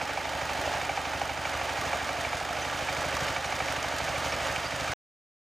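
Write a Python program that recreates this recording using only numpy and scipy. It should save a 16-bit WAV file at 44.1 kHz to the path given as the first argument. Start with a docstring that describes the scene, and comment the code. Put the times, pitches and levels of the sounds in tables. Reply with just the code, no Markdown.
"""A diesel tiller digs a dry field

A one-cylinder engine runs at about 1500 turns a minute, a few metres away. Each firing knocks on the
metal, puffs of gas make it chug, and valves clack. Gears and chain whine, the tines (digging blades)
clatter, clods, stones and grit hit the steel, and dry joints squeak.
The sound is cut off just before five seconds."""
import sys
import numpy as np
from scipy import signal
from scipy.fft import rfft, irfft
from scipy.io import wavfile

SR = 44100
rng = np.random.default_rng(int(sys.argv[2]) if len(sys.argv) > 2 else 0)


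def wav_record(signal):
    """Record a signal, one row per channel, as 16-bit PCM in the file named by sys.argv[1]."""
    frames = np.transpose(np.atleast_2d(signal))
    bounded = np.clip(frames, -1, 1)
    # unit amplitude maps onto the largest positive 16-bit level
    quanta = np.round(bounded * 32767).astype(np.int16)
    wavfile.write(sys.argv[1], SR, quanta)


N = 244755
TIME = np.arange(N) / SR
FREQS = np.fft.rfftfreq(N, 1 / SR)
CUT_S = 4.936

# Engine speed: time_s, firings_per_s
SPEED = [(0.0, 12.556), (0.4, 12.476), (0.8, 12.461), (1.2, 12.529), (1.7, 12.561), (2.2, 12.549),
         (2.8, 12.544), (3.25, 12.591), (3.7, 12.535), (4.1, 12.494), (4.35, 12.483), (4.7, 12.655),
         (4.95, 12.699)]
# Tone of a hollow rumble: pitch_hz, level_db
RUMBLE = [(60, -17.5), (150, -9), (215, -16.5), (265, -5), (350, -6.5), (490, -6), (545, 0), (680, 1),
          (900, 1), (1050, -16.5), (1600, -38.5)]
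# Tone of clattering steel: pitch_hz, level_db
CLATTER = [(600, -19.5), (900, -3.5), (1100, -1), (1800, -0.56), (2500, -4), (2950, -4.5), (3400, -9.5),
           (4500, -12.5), (6700, -15.5), (7600, -21), (9000, -23.5), (10000, -29.5), (13000, -34.5),
           (16000, -43.5)]
# Tone of grit on steel: pitch_hz, level_db
GRIT = [(900, -12.5), (2000, 5.5), (4500, -0.5), (6700, 0), (9000, -10), (13000, -17.5), (16000, -23)]


def knock(cycle):
    """Each firing rings the cylinder head; the piston slaps, bounces and rings the heavy crankcase."""
    # Knock strength: time_s, case_db, head_db
    strength = [(0.0, -31.5, -34.5), (1.2, -30, -32.5), (2.5, -30, -35), (3.1, -38, -34.5),
                (3.7, -31.5, -33), (4.2, -31.5, -36.5), (4.6, -31.5, -33.5), (4.8, -43, -33.5)]
    # Firings that are harder or softer: time_s, extra_case_db, extra_head_db
    accents = [(.015, 2, 5.5), (.175, 4, 2), (.255, 2, -1.5), (.335, 1.5, 0), (.495, -4, 3.5),
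               (.575, -0.5, 0), (.656, -2, -5.5), (.736, -1.5, -14), (.816, 0, 0), (.896, 5, 3.5),
               (.976, 1.5, 0), (1.056, -2, 0.5), (1.136, 2, -5), (1.216, 4, -1), (1.296, 0, .5),
               (1.376, -4.5, -2), (1.455, -2.5, 4.5), (1.535, -5, -11), (1.694, -3.5, -5),
               (1.854, -5, -4.5), (1.933, 3, 6), (2.013, -1.5, 0), (2.093, 2, 3.5), (2.172, -7, 0.5),
               (2.252, -2, 8.5), (2.332, 1.5, 3), (2.411, 1.5, -10), (2.571, -1, 4), (2.73, -1, -16),
               (2.81, 2.5, -11), (2.889, 1, 7), (3.208, -7, -5), (3.287, -1, 1), (3.367, 3.5, 7.5),
               (3.446, -3, -2.5), (3.526, 3, 4), (3.606, 2, 5), (3.685, -2.5, 3.5), (3.765, -3, -3),
               (3.845, 5.5, 3), (4.005, 5, 1), (4.325, -7.5, 6), (4.405, -9.5, 0.5), (4.485, 0.5, -5),
               (4.564, 1.5, 6), (4.881, -6, 1)]
    # Ringing notes of the crankcase: pitch_hz, level_db, ring_s
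    case_notes = [(637, -16, 0.062), (724, -6.5, 0.072), (792, 3, 0.034), (876, -5.5, 0.026)]
    # Ringing notes of the head: pitch_hz, level_db, ring_s
    head_notes = [(1306, -9, 0.026), (1510, -10, 0.02), (1830, -13.5, 0.021), (2292, -1, 0.034),
                  (2325, -8.5, 0.051), (2450, -9.5, 0.023), (2640, -16.5, .025), (2870, -12.5, 0.033)]
    # Tone of the crack as the fuel fires: pitch_hz, level_db
    crack_tone = [(500, -16), (900, -1), (1550, 3.5), (2000, -1), (2950, -2), (3400, -12), (6500, -9.5),
                  (8000, -22), (15000, -36)]
    case_db, head_db = in_time(strength)
    case_gain = from_db(case_db + swells([(s, db) for s, db, _ in accents], width_s=.025))
    head_gain = from_db(head_db + swells([(s, db) for s, _, db in accents], width_s=.025))
    firing, slap, bounce, valve_tap = (each_cycle(cycle, place, spread_db=.6, jitter_s=.0004)
                                       for place in (.965, .993, .058, .175))
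    case = struck(case_gain * (from_db(-9) * firing + slap + from_db(-9.5) * bounce), case_notes)
    head = struck(head_gain * firing + from_db(head_db - 8) * valve_tap, head_notes)
    # The clank and the ping are each kept to their own range of pitches.
    clonk = keep_band(case, 630, 1100)
    ping = keep_band(head, 1150, 3400)
    burst = fade(each_cycle(cycle, .96, spread_db=1.5, jitter_s=.00023), decay_s=.007)
    crack = from_db(head_db + 1.4) * burst * colour(hiss(), crack_tone)
    return from_db(.76) * clonk + from_db(1.26) * ping + crack


def chug(cycle):
    """Puffs of gas ring the silencer in turn, making tones at multiples of the firing rate."""
    # Tones leaving the silencer: multiple, level_db
    tones = [(2, -29.5), (3, -33), (4, -13), (5, -16), (6, -3), (7, -15.5), (8, -19.5), (9, -8), (10, -7),
             (11, -26.5), (12, -11.5), (13, -13.5), (14, -13), (15, -21), (16, -26), (17, -20), (19, -29.5),
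             (20, -23), (21, -17.5), (22, -33), (24, -13)]
    # Puffs as the exhaust opens and the intake opens and shuts: place_in_cycle, signed_strength
    puffs = [(.2, -1.0), (.47, .45), (.79, .35)]
    # Level of the bark, a group of higher tones: time_s, level_db
    bark_levels = [(0.0, 1), (1.2, -3.5), (2.0, -2), (2.5, 1), (3.2, 2), (3.4, -0.5), (3.85, 0), (4.45, 0),
                   (4.9, 3)]
    # Tone of rushing gas: pitch_hz, level_db
    gush_tone = [(20, -19), (45, -2.5), (78, 8), (140, 3.5), (190, 7.5), (300, -23)]
    # How hard the engine pulls: time_s, level_db
    effort = [(0.0, -4.5), (.28, -2), (.52, .4), (.68, 1), (.84, -1), (1.0, -1.7), (1.16, 1), (1.25, 0.5),
              (1.48, -2), (1.56, 2.5), (1.72, -.8), (1.87, 2), (2.12, -1), (2.27, 1), (2.43, -1.5),
              (2.75, -.5), (3.05, 0.5), (3.22, 2), (3.38, -2), (3.65, 0), (3.94, -0.5), (4.1, 1.3),
              (4.51, 1.5), (4.75, -1.9), (4.91, 1)]
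    silencer_hz, silencer_sharpness = 90, 1.5
    firing_hz = np.mean(np.array(SPEED)[:, 1])
    one_cycle, boom, bark = np.linspace(0, 1, 1024), 0, 0
    for multiple, db in tones:
        ratio = multiple * firing_hz / silencer_hz
        push = sum(size * np.exp(-2j * np.pi * multiple * place) for place, size in puffs)
        phase = np.angle(push / (1 - ratio ** 2 + 1j * ratio / silencer_sharpness))
        tone = from_db(db) * np.cos(2 * np.pi * multiple * one_cycle + phase)
        if 10 <= multiple <= 17:
            bark = bark + tone
        else:
            boom = boom + tone
    # No two puffs have quite the same timing or bark.
    place = (cycle + .007 * drift(22)) % 1
    bark_db = in_time(bark_levels)[0] + 1.6 * drift(13)
    wave = np.interp(place, one_cycle, boom) + from_db(bark_db) * np.interp(place, one_cycle, bark)
    exhaust_opens = each_cycle(cycle, .16, spread_db=.5, jitter_s=.0004)
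    gush = (.45 + 1.2 * fade(exhaust_opens, decay_s=.019)) * colour(hiss(), gush_tone)
    thump_db = 1.5 * np.cos(2 * np.pi * (cycle - .33))  # strongest while the cylinder empties
    return from_db(-45.5 + in_time(effort)[0]) * (from_db(2.5 + thump_db) * wave + from_db(-8) * gush)


def chain_case(cycle, load_db):
    """The chain's case rumbles, louder when the tines bite harder."""
    # Rumble at average load: time_s, level_db
    levels = [(0.0, -37), (4.5, -38.5), (4.65, -39)]
    return from_db(in_time(levels)[0] + load_db + .88 * drift(70)) * colour(rattle(cycle), RUMBLE)


def tines(cycle):
    """Loose steel clatters, a little quieter while the piston slows to squeeze the air."""
    lull_db = -.36 * np.cos(2 * np.pi * (cycle - .68))
    return from_db(-1.5 + lull_db + .75 * drift(170)) * colour(rattle(cycle), CLATTER)


def rattle(cycle):
    """Countless tiny hits: some come back at the same point of each cycle, the rest fall at random."""
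    # How much repeats: pitch_hz, share (0 to 1)
    repeats = [(120, 0.9), (230, 0.08), (320, 0.72), (700, 0.02), (1400, 0.32), (3000, 0.08), (6000, 0)]
    pattern = rng.standard_normal(3520)
    repeating = pattern[(cycle % 1 * len(pattern)).astype(int) % len(pattern)]
    share = np.clip(at_hz(repeats), 0, 1)
    return irfft(rfft(repeating) * np.sqrt(share) + rfft(hiss()) * np.sqrt(1 - share), N)


def valves(cycle):
    """Steel parts meet with bright clacks, and the exhaust valve lets out a dull chuff."""
    # Valve and fuel pump hits: place_in_cycle, level_db, decay_s
    contacts = [(.172, -5, 0.0075), (.462, 5, 0.0043), (.75, 0, 0.003), (.95, -6.5, 0.0092)]
    # Tone of a clack: pitch_hz, level_db
    clack_tone = [(500, -7.5), (1500, 13), (2400, 3), (3500, 0), (6200, 0.5), (7500, -7.5), (8800, -4),
                  (10000, -10), (12700, -11.5), (16000, -23)]
    # Tone of a chuff: pitch_hz, level_db
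    chuff_tone = [(130, -14.5), (250, -6.5), (620, 0.5), (1000, -1), (4000, -21), (12000, -36.5)]
    clacks = sum(from_db(db) * fade(each_cycle(cycle, place, spread_db=3.5, jitter_s=.00022), decay_s)
                 for place, db, decay_s in contacts)
    chuff = fade(each_cycle(cycle, .14, spread_db=5.5, jitter_s=.00026), decay_s=.012)
    return clacks * colour(hiss(), clack_tone) + from_db(-6.5) * chuff * colour(hiss(), chuff_tone)


def clods_and_stones():
    """Clods thud against the hollow guard, and stones strike the tines."""
    # Clod hits: start_s, level_db, pitch_hz
    clods = [(0.551, -27.5, 845), (0.677, -14, 589), (0.697, -23, 705), (1.688, -27.5, 802),
             (1.756, -23, 692), (1.957, -19, 668), (2.154, -27, 692), (2.508, -19, 700), (3.019, -21, 853),
             (3.092, -25, 708), (4.175, -27, 659), (4.296, -25.5, 840), (4.507, -21, 646)]
    # Stone hits: start_s, level_db, pitch_hz
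    stones = [(0.769, -21, 1610), (2.6968, -21, 1350), (3.1669, -17.5, 1150), (3.23, -27, 1600),
              (3.26, -24, 1220), (3.2754, -23, 1180), (3.7138, -25, 1300), (4.4497, -21.5, 1915),
              (4.4985, -23, 1250), (4.8454, -22, 1480)]
    return (impacts(clods, level_db=-5, ring_s=.04, crunch_db=-14, crunch_tone=RUMBLE)
            + impacts(stones, level_db=-7, ring_s=.029, crunch_db=-1.5, crunch_tone=CLATTER))


def impacts(rows, level_db, ring_s, crunch_db, crunch_tone):
    """Each lump rings the steel at the pitch of the spot it hits, and crunches as it breaks."""
    ringing, hits = np.zeros(N), np.zeros(N)
    for start_s, db, hz in rows:
        hit = click_at(start_s, db + level_db)
        ringing += ring(hit, [(hz, 0, ring_s)])
        hits += hit
    crunch = from_db(crunch_db) * fade(hits, decay_s=.0045) * colour(hiss(), crunch_tone)
    return keep_band(ringing, 480, 3500) + crunch


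def soil(per_s, spread_db):
    """Crumbs and small stones tick brightly against the tines and guard."""
    sizes = from_db(spread_db * np.minimum(rng.exponential(1, N), 2.5))
    ticks = fade(sizes * (rng.random(N) < per_s / SR), decay_s=.0022)
    return rms_one(ticks * colour(hiss(), GRIT))


def clinks(per_s, ring_s, parts=18):
    """Stones hit steel parts at random, and each part rings at its own pitch."""
    out = np.zeros(N)
    for hz in np.geomspace(1200, 12000, parts) * from_db(.3 * rng.standard_normal(parts)):
        hits = np.zeros(N)
        when, luck, size = rng.random((3, 64))
        lands = luck < per_s * TIME[-1] / parts / len(luck)
        hits[(when * N).astype(int)] = lands * from_db(-9 * size)
        out += ring(hits, [(hz, np.interp(hz, *np.transpose(CLATTER)), ring_s)])
    return out


def sprays():
    """A shower of grit swells quickly, rasps over the guard and dies away."""
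    # Showers: start_s, level_db, decay_s
    showers = [(.728, -41, .005), (2.322, -45, .004), (3.158, -45, .009), (3.192, -45, .005),
               (3.238, -41, .007), (3.281, -36, .008), (3.59, -37, 0.0054), (4.178, -42, 0.005),
               (4.257, -38.5, .006), (4.279, -41.5, .005), (4.427, -38.5, .009), (4.454, -38, .007),
               (4.502, -42, .012)]
    loudness = sum(fade(click_at(start_s, db), decay_s) for start_s, db, decay_s in showers)
    return from_db(1 + 1.7 * drift(900)) * loudness * colour(hiss(), GRIT)


def gears(cycle, load_db):
    """Gear teeth and chain links whine; slack makes them waver. The chain sings under load and in fits."""
    # Gear whines: teeth_per_firing, level_db
    whines = [(67, -53.5), (152.3, -54.5), (693, -71.5)]
    # The chain sings out: time_s, extra_db
    fits = [(2.11, 20), (2.27, 12), (2.72, 17), (4.15, 19.5)]
    links_per_firing = 43.3
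    chain_db = -55 + 1.35 * load_db + swells(fits, width_s=.011)
    out = np.zeros(N)
    for teeth, db in whines + [(links_per_firing, chain_db)]:
        gain = np.sqrt(2) * from_db(db + .51 * drift(5.4))
        out += gain * np.sin(2 * np.pi * teeth * cycle + 1.1 * drift(26))
    return out


def squeaks():
    """Dry joints scrape briefly and unevenly, each around one rough pitch."""
    # Squeaks: middle_s, pitch_hz, level_db, width_s
    scrapes = [(1.646, 12680, -57, 0.014), (2.237, 11200, -61, .006), (2.625, 6030, -44, 0.009),
               (3.463, 5770, -43, 0.0091), (4.329, 5400, -36.5, 0.0048), (4.651, 4565, -38.5, 0.0042),
               (4.668, 4780, -38, 0.0067)]
    waver = .8 * drift(650)
    stutter = from_db(2.5 * drift(500) - .5)
    out = np.zeros(N)
    for middle_s, hz, db, width_s in scrapes:
        loudness = np.sqrt(2) * from_db(db) * np.exp(-((TIME - middle_s) / width_s) ** 2)
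        out += loudness * np.sin(2 * np.pi * hz * TIME + waver)
    return stutter * out


def hollow_shift(x, load_db):
    """The hollow clank leans toward its lower ring as the tiller moves on or digs harder."""
    upward_db = .5 - .97 * TIME - .76 * load_db
    lower, upper = (irfft(rfft(x) * np.exp(-((FREQS - hz) / 115) ** 2), N) for hz in (610, 850))
    return x + (from_db(upward_db / 2) - 1) * upper + (from_db(-upward_db / 2) - 1) * lower


def panels(x, ripple_db):
    """The many close notes of the guard and frame lift some pitches and weaken others."""
    ripple = np.interp(FREQS / 55, np.arange(512), rng.standard_normal(512))
    return irfft(rfft(x) * from_db(ripple_db * ripple), N)


def brighten(x, above_hz, db_per_s):
    """The treble slowly rises."""
    treble = irfft(rfft(x) * (1 - 1 / (1 + (FREQS / above_hz) ** 4)), N)
    return x + (from_db(db_per_s * (TIME - CUT_S / 2)) - 1) * treble


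def struck(clicks, notes):
    """Each blow rings each note with its own strength, so no two knocks sound quite alike."""
    return sum(ring(clicks * from_db(1.1 * drift(25)), [note]) for note in notes)


def ring(clicks, notes):
    """Each click starts every note as a sine wave that dies by 60 dB in ring_s."""
    out = np.zeros(N)
    for hz, db, ring_s in notes:
        decay, step = from_db(-60 / (ring_s * SR)), 2 * np.pi * hz / SR
        feedback = [1, -2 * decay * np.cos(step), decay * decay]
        out += from_db(db) * signal.lfilter([0, np.sin(step)], feedback, clicks + 1e-18)
    return out


def each_cycle(cycle, place, spread_db, jitter_s):
    """One click per engine cycle at a place from 0 to 1, a little uneven in strength and timing."""
    numbers = np.arange(-1, 70)
    chance = rng.standard_normal((len(numbers), 2))
    start_s = np.interp(numbers + place, cycle, TIME, left=-1, right=-1) + jitter_s * chance[:, 0]
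    inside = (start_s > 0) & (start_s < TIME[-1])
    clicks = np.zeros(N)
    clicks[(start_s[inside] * SR).astype(int)] = from_db(spread_db * chance[inside, 1])
    return clicks


def click_at(start_s, db):
    """A single click."""
    click = np.zeros(N)
    click[int(start_s * SR)] = from_db(db)
    return click


def fade(clicks, decay_s):
    """A loudness curve that jumps up at each click and dies away."""
    fall, rise = np.exp(-1 / (decay_s * SR)), np.exp(-5 / (decay_s * SR))
    return signal.lfilter([1 - rise], np.convolve([1, -fall], [1, -rise]), clicks + 1e-18)


def swells(rows, width_s):
    """Brief, smooth rises or dips of level, in dB."""
    return sum(db * np.exp(-((TIME - s) / width_s) ** 2) for s, db in rows)


def hiss():
    """White noise that is nearly the same at both ears."""
    # The part that differs between the ears: pitch_hz, level_db
    ears_apart = [(60, -26), (300, -8.5), (600, -15.5), (2500, -17.5), (6000, -19), (9000, -19),
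                  (12000, -30)]
    middle, side = rng.standard_normal((2, N))
    return middle + irfft(rfft(side) * from_db(at_hz(ears_apart)), N) * [[1], [-1]]


def drift(per_s):
    """A random wander of size about 1 that takes per_s new values a second."""
    return rms_one(np.interp(TIME * per_s, np.arange(4096), rng.standard_normal(4096)))


def colour(x, tone):
    """Give noise a tone, at an average power of 1."""
    return rms_one(irfft(rfft(x) * from_db(at_hz(tone)), N))


def keep_band(x, low_hz, high_hz):
    """Weaken the sound outside a range of pitches."""
    return signal.sosfilt(signal.butter(2, [low_hz, high_hz], "band", fs=SR, output="sos"), x)


def in_time(rows):
    """Join a table's points in time into one curve per value column."""
    time_s, *columns = np.transpose(rows)
    return [np.interp(TIME, time_s, column) for column in columns]


def at_hz(points):
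    """Join a table's points into a curve over all pitches."""
    hz, value = np.transpose(points)
    return np.interp(np.log(FREQS + 1), np.log(hz), value)


def from_db(db):
    """Turn decibels into a gain."""
    return 10 ** (np.asarray(db) / 20)


def rms_one(x):
    """Scale to an average power of 1."""
    return x / np.sqrt(np.mean(x ** 2) + 1e-20)


def scene():
    """The engine sets the beat; harder digging raises the chain and clatter and deepens the clank."""
    # How hard the tines bite: time_s, load_db
    load = [(0.0, -1), (0.3, -0.6), (0.55, 1), (0.73, 2.5), (0.84, 0), (1.04, -1), (1.14, 0.5), (1.36, -2),
            (1.52, 0.6), (1.62, 0.3), (1.87, 2), (2.03, 0), (2.24, 0.6), (2.48, -1), (2.62, 1), (2.85, 0.8),
            (3.08, 1.8), (3.17, 1.5), (3.28, 2.5), (3.43, -0.9), (3.6, 1.2), (3.95, 0.3), (4.27, 2.2),
            (4.38, 1.3), (4.46, 2.5), (4.66, -0.5), (4.88, 0.7)]
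    load_db, = in_time(load)
    first_firing_s = .0154
    cycle = np.cumsum(in_time(SPEED)[0]) / SR  # counts up by one per firing
    cycle -= np.interp(first_firing_s, TIME, cycle)
    cycle += .003 * drift(6)  # the engine never turns quite evenly
    clank = hollow_shift(chain_case(cycle, load_db) + knock(cycle), load_db)
    steel = tines(cycle)
    digging = from_db(-14.5) * soil(per_s=110, spread_db=3) + from_db(2.5) * clinks(per_s=81, ring_s=.053)
    clatter = panels(steel + digging + from_db(-4) * valves(cycle), ripple_db=1.66)
    clatter = brighten(from_db(-34.5 + .87 * load_db) * clatter, above_hz=3300, db_per_s=.4)
    return clank + chug(cycle) + clatter + clods_and_stones() + sprays() + gears(cycle, load_db) + squeaks()


def record(dry):
    """Two close microphones hear the tiller; the sound stops suddenly and the highest treble is cut."""
    # How much louder the left side is: pitch_hz, level_db
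    left_louder = [(60, 3), (120, 1.5), (200, 3.5), (300, -2.5), (700, -2.5), (1300, -3), (2400, -2),
                   (8000, -1.5), (15000, 0.5)]
    # How far the left side is ahead: pitch_hz, phase_radians
    left_ahead = [(60, -.05), (200, -0.65), (340, -0.29), (600, -0.12), (1500, 0.13), (8000, 0)]
    cutoff_hz = 15550
    left = from_db(at_hz(left_louder) / 2) * np.exp(.5j * at_hz(left_ahead))
    heard = irfft(rfft(dry) * np.array([left, 1 / left]), N) * (TIME < CUT_S)
    return signal.sosfilt(signal.ellip(12, .1, 90, cutoff_hz, fs=SR, output="sos"), heard)


dry = scene()
out = record(dry)
wav_record(out)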